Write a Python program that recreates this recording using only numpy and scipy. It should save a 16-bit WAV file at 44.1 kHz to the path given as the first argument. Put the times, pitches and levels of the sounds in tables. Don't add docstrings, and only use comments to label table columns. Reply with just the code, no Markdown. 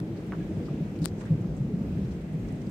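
import sys
import numpy as np
from scipy import signal
from scipy.io import wavfile
from scipy.ndimage import uniform_filter1d

SR = 44100
rng = np.random.default_rng(int(sys.argv[2]) if len(sys.argv) > 2 else 0)


def put_to_file(sound):
    columns = np.atleast_2d(sound).T
    safe = np.clip(columns, -1, 1)
    whole_steps = np.round(safe * 32767)
    wavfile.write(sys.argv[1], SR, whole_steps.astype(np.int16))


def gain_from_db(level_db):
    decades = np.asarray(level_db, float) / 20
    return 10 ** decades


N = 119070
T = np.arange(N) / SR
OPPOSITE = np.array([[1], [-1]])


def level(x, db):
    return x * gain_from_db(db) / np.sqrt(np.mean(x ** 2))


def band(x, hz, width):
    return signal.lfilter(*signal.iirpeak(min(hz, .45 * SR), hz / width, fs=SR), x)


def double_band(x, hz, width):
    return band(band(x, hz, width), hz, width)


def walk(rate):
    hold = int(SR / rate)
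    held = np.repeat(rng.standard_normal(N // 100), hold)[:N]
    return 0.43 * uniform_filter1d(uniform_filter1d(held, hold), hold)


def scatter(rate, spread_db):
    present = rng.random(N) < rate / SR
    size = gain_from_db(spread_db * rng.exponential(size=N))
    return level(present * np.sign(rng.standard_normal(N)) * size, 0)


def ring(t0, hz, t60, rise):
    u = np.clip(T - t0, 0, 3 * t60)
    envelope = (1 - np.exp(-u / rise)) * gain_from_db(-60 * u / t60)
    return np.sin(2 * np.pi * hz * u) * envelope * (T - t0 < 3 * t60)


def pan(db):
    return gain_from_db(np.array([[db], [-db]]) / 2)


def ground_and_walls(drive, upper_gain):
    # f/Hz, bandwidth/Hz, level/dB
    modes = [(56, 23, -9), (108.2, 33, -5.5), (151.7, 44.6, -4.5), (179.6, 51.5, 1.5), (226.6, 56, -8.5),
             (309.6, 82, -7), (397, 135, -10.5), (580, 163, -22.5)]
    rows = []
    for hz, width, db in modes:
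        rows.append(gain_from_db(db) * double_band(drive(width), hz, 1.37 * width) / np.sqrt(width))
    return level(sum(rows[:5]) + upper_gain * sum(rows[5:]), 0)


def thunder():
    # t/s, level/dB, nearness as level of the upper resonances/dB
    roll_course = [(0.0, -34.5, 1), (0.24, -36.5, 3.5), (0.4, -34, 0), (0.61, -33, 3), (.8, -34, 3.5),
                   (.95, -34.5, 1), (1.11, -34, 1.5), (1.3, -33.5, -0.5), (1.46, -33.5, 1.5),
                   (1.63, -33.5, -0.5), (1.8, -32, 0.5), (1.96, -32.5, -1), (2.1, -33.5, -1),
                   (2.22, -36.5, 1), (2.34, -34.5, -0.5), (2.47, -33, -4), (2.58, -33, -3),
                   (2.7, -32.5, -4.5)]
    # t/s, level/dB, f/Hz, t60/s
    booms = [(.025, -25.5, 316.7, .15), (.088, -26.5, 216, .12), (.10, -24.5, 333, 0.14),
             (.385, -28, 178, 0.22), (.39, -28.5, 309.4, 0.16), (.49, -26.5, 321.5, 0.19),
             (0.996, -21.5, 169.2, 0.18), (1.01, -26, 290.4, 0.17), (1.96, -27.5, 281, 0.19),
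             (1.349, -22, 152, 0.1), (0.509, -23.5, 160.9, 0.28), (0.569, -19.5, 150, 0.1),
             (0.801, -22, 154.3, 0.23), (1.015, -16, 165, 0.19), (1.303, -10, 156, 0.16),
             (1.311, -22, 111.9, .3), (1.48, -28.5, 56, 0.32), (1.597, -17, 155, 0.076),
             (1.646, -22.5, 205.6, 0.14), (1.737, -19, 176.8, 0.22), (1.835, -23, 193, 0.094),
             (1.899, -33, 143, 0.46), (2.336, -21.5, 155, 0.27)]
    # t/s, level/dB, f/Hz, t60/s
    far_booms = [(2.425, -33, 51, .3), (1.315, -35, 48, .2), (0.5, -34, 92.6, 0.14), (1.5, -31.5, 155, .1),
                 (.68, -32.5, 179, 0.11), (1.9, -30.5, 74, 0.22), (.735, -36, 69, 0.17), (1, -38, 75, 0.17),
                 (1.862, -32.5, 71, .2), (2.1, -30, 74, .2), (2, -35.5, 75, .2), (2, -36, 76, .2),
                 (-0.4, -28.5, 102, 0.22), (.575, -28, 101, .15), (0.1, -31, 100, .15),
                 (1.1, -30.5, 103, 0.21), (1.8, -30, 120, 0.19), (2.8, -29.5, 110, .2),
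                 (2.378, -30, 108, .2), (0, -29, 125, 0.17), (0.1, -27, 125, .15), (1.6, -20.5, 128, 0.14),
                 (1.65, -26, 138, .12), (2.04, -24.5, 125, .15), (1.965, -26, 125, .15),
                 (1.40, -27.5, 110, 0.15), (0.7, -24.5, 150.6, .12), (1.5, -28, 150, .12),
                 (2.015, -23, 179, 0.14), (1.445, -22, 180, .1), (.0, -24, 180, 0.091),
                 (0.8, -26.5, 226, 0.11), (1.8, -26, 232, 0.14), (0.8, -34, 400, .1),
                 (1.7, -30.5, 430, 0.096), (0.6, -34.5, 470, 0.12), (1.312, -36.5, 520, 0.09),
                 (2, -37.5, 540, 0.074)]
    t, db, near_db = np.array(roll_course).T
    strength = gain_from_db(np.interp(T, t, db))
    upper_gain = gain_from_db(np.interp(T, t, near_db))

    mid = strength * ground_and_walls(lambda width: scatter(15 * width, 1.8), upper_gain)
    mid = mid + sum(gain_from_db(g) * ring(s, hz, t60, rise=0.0053) for s, g, hz, t60 in booms)
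    mid = mid + sum(gain_from_db(g + 6) * ring(s, hz, t60, rise=0.011) for s, g, hz, t60 in far_booms)
    side = strength * gain_from_db(-20.5) * ground_and_walls(lambda width: rng.standard_normal(N), upper_gain)
    return mid * pan(0.39) + side * OPPOSITE


def rain():
    # f/Hz, level per Hz/dB
    spectrum = [(250, 1.5), (600, -9.5), (950, -22.5), (1400, -20), (2300, -22), (4000, -31.5), (8500, -36),
                (10500, -41), (15500, -44)]
    # t/s, level/dB
    shower = [(0, -1), (.25, 1), (.8, 1), (1.1, -1.5), (1.25, 1), (1.45, -0.5), (1.7, -1), (2.0, 1),
              (2.25, -.5), (2.5, 1), (2.7, 0)]
    port_gap_m, sound_speed = .155, 343
    colour_hz, colour_db = np.array(spectrum).T
    swell = walk(2.7)
    drops = [scatter(3700, 3.5) for _ in range(2)]
    out = 0
    for hz in 250 * 2 ** np.arange(0, 6.1, 1 / 3):
        mid, side = (double_band(rng.standard_normal(N) + gain_from_db(-16) * d, hz, hz / 3) for d in drops)
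        coherence = np.sinc((2 * hz * port_gap_m / sound_speed) ** 1.15)
        db = np.interp(np.log(hz), np.log(colour_hz), colour_db)
        db = db + 0.27 * swell + 3.6 * walk(14)
        ports = np.sqrt(1 + coherence) * mid + np.sqrt(1 - coherence) * side * OPPOSITE
        out = out + gain_from_db(db) * ports
    return level(out, -46) * gain_from_db(np.interp(T, *np.array(shower).T))


def splashes():
    # t/s, length/s, level/dB, f/Hz, pan/dB
    around = [(.0, 0.0025, -42.5, 1600, 2), (.0, 0.0027, -51, 9100, 0), (0.326, 0.029, -49.5, 1160, -3),
              (0.161, 0.023, -64, 4400, 4), (0.262, 0.023, -70, 8100, -4), (0.652, 0.019, -62.5, 4700, 5),
              (0.955, 0.016, -65, 6040, 2), (1.182, 0.03, -64, 7400, -1.5), (1.205, 0.016, -53.5, 1960, 0),
              (1.208, 0.013, -61, 7100, 0), (1.253, 0.011, -64.5, 7450, -9), (1.255, .035, -55.5, 1660, -3),
              (1.405, .015, -66.5, 7100, -1.5), (1.564, 0.018, -63, 7100, -1),
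              (2.043, 0.013, -66.5, 4400, -4), (2.205, .012, -66, 3300, 0), (2.108, 0.022, -62, 4900, -2),
              (2.484, 0.0065, -60.5, 5660, -5), (2.491, 0.049, -61, 2050, -4),
              (2.523, 0.005, -59.5, 8950, 3), (2.616, .006, -66, 3000, 2), (2.615, .008, -61, 5700, -3),
              (2.665, 0.0062, -63, 4700, 6), (0, 0.0026, -49.5, 4200, 1), (.263, .012, -71, 12000, -4),
              (.953, 0.016, -64, 2500, 7), (1.18, .03, -66.5, 4900, 0), (1.21, .008, -60, 3900, 0),
              (1.208, 0.031, -52.5, 1040, -2), (1.437, 0.013, -58.5, 1090, 0), (1.968, .01, -58, 1600, -7),
              (2.134, .008, -66, 6500, 0.5), (2.212, .008, -66, 8000, 3), (2.316, .028, -70, 8300, -1),
              (2.447, .012, -58, 1900, -2), (2.483, 0.012, -54, 1100, 0), (2.695, 0.0059, -60, 8000, 0),
              (1.208, .005, -55, 2500, 1)]
    # t/s, length/s, level/dB, f/Hz, pan/dB
    on_ports = [
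        (1.017, 0.066, -60, 4600, 15),
        (1.016, 0.07, -65, 7400, 14),
        (1.017, 0.022, -71, 12500, 9),
        (1.066, .02, -73, 10000, 9),
        (1.054, 0.0037, -71, 6700, -9),
    ]
    edge_s, tail_share, q = .001, 0.11, 1.9
    grain_db, grain_samples = 3, max(int(0.00058 * SR), 1)
    out = np.zeros((2, N))
    for t, length, db, hz, side_db in [*around, *on_ports]:
        start = int(t * SR)
        u = T[:8192][:N - start]
        fade = np.exp(-np.maximum(u - length, 0) / (edge_s + tail_share * length))
        gate = (1 - np.exp(-u / edge_s)) * fade
        noise = rng.standard_normal((3, 8192))
        grain = gain_from_db(grain_db * np.sqrt(grain_samples) * uniform_filter1d(noise[2], grain_samples))
        spray = double_band(noise[:2] * grain, hz, hz / q)
        out[:, start:start + len(u)] += level(spray, db)[:, :len(u)] * gate * pan(side_db)
    return out


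def ticks():
    tick_times = [.9902, 1.0185, 1.0438, 1.0489, 1.0516, 1.0570, 1.05735, 1.0576, 1.0579]
    # level/dB, level of the low modes (thud)/dB, level of the high modes (brightness)/dB
    impacts = [
        (-37, -18, -3.5),
        (-38.5, 6, -10),
        (-21, -9, -5),
        (-36, 4, -11),
        (-19, -7, -1),
        (-20.5, -3.5, -15),
        (-14.5, -6.5, 7.5),
        (-17.5, 7, -19),
        (-37, -1, -9),
    ]
    # f/Hz, level/dB, t60/s
    low_modes = [(1420, 1, 0.0019), (2400, -4, 0.0008)]
    mid_modes = [(4370, 0, 0.0025)]
    high_modes = [(8720, 3.5, 0.0014), (11640, -5.5, 0.0012), (14200, -13, 0.0015)]

    def strike(t, modes):
        return sum(gain_from_db(g) * ring(t, hz, t60, rise=5e-5) for hz, g, t60 in modes)

    left = np.zeros(N)
    for t, (db, low_db, high_db) in zip(tick_times, impacts):
        hit = gain_from_db(low_db) * strike(t, low_modes)
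        hit = hit + strike(t, mid_modes)
        hit = hit + gain_from_db(high_db) * strike(t, high_modes)
        left = left + gain_from_db(db) * hit
    return np.array([left, 0 * left])


def knocks():
    # t/s, level/dB, f/Hz, t60/s, pan/dB
    knock_modes = [(0.3219, -28, 1160, 0.0068, 1), (.3215, -23, 1700, 0.003, -1),
                   (.3217, -42, 3100, 0.002, -3), (1.254, -46, 1620, 0.031, 4),
                   (.342, -42.5, 870, 0.019, 0), (.3222, -38.5, 2370, 0.01, -11),
                   (.3235, -36.5, 720, 0.046, 0), (0.3273, -29, 1220, 0.0092, -2),
                   (0.3331, -36, 880, 0.012, -1), (.3345, -33, 1450, 0.014, -2),
                   (0.407, -50, 1660, 0.11, 0), (0.684, -39.5, 1210, 0.029, 4)]
    return sum(gain_from_db(db) * ring(t, hz, t60, rise=0.00028) * pan(side_db)
               for t, db, hz, t60, side_db in knock_modes)


def whistle():
    # t/s, f/Hz, level/dB
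    glide = [(2.45, 9450, -100), (2.47, 9400, -75), (2.5, 9250, -77), (2.53, 8650, -80), (2.56, 8400, -75),
             (2.63, 8150, -76), (2.7, 7900, -74)]
    t, hz, db = np.array(glide).T
    pitch = np.interp(T, t, hz) * (1 + .008 * walk(200))
    phase = 2 * np.pi * np.cumsum(pitch) / SR
    return gain_from_db(np.interp(T, t, db) + 7 * walk(60)) * np.sin(phase) * pan(2.5)


def scene():
    return thunder() + rain() + splashes() + ticks() + knocks() + whistle()


def low_pass(x):
    return signal.sosfilt(signal.butter(12, 15760, fs=SR, output="sos"), x)


def record(dry):
    # f/Hz, bandwidth/Hz, share removed/1
    port_dips = [(10700, 1500, .55), (9900, 2000, .45)]
    ports = np.array([x - share * band(x, hz, width) for x, (hz, width, share) in zip(dry, port_dips)])
    ports = signal.sosfilt(signal.butter(2, 32, "high", fs=SR, output="sos"), ports)
    ports = signal.sosfilt(signal.butter(10, 15900, fs=SR, output="sos"), ports)
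    return low_pass(ports)


dry = scene()
out = record(dry)
put_to_file(out)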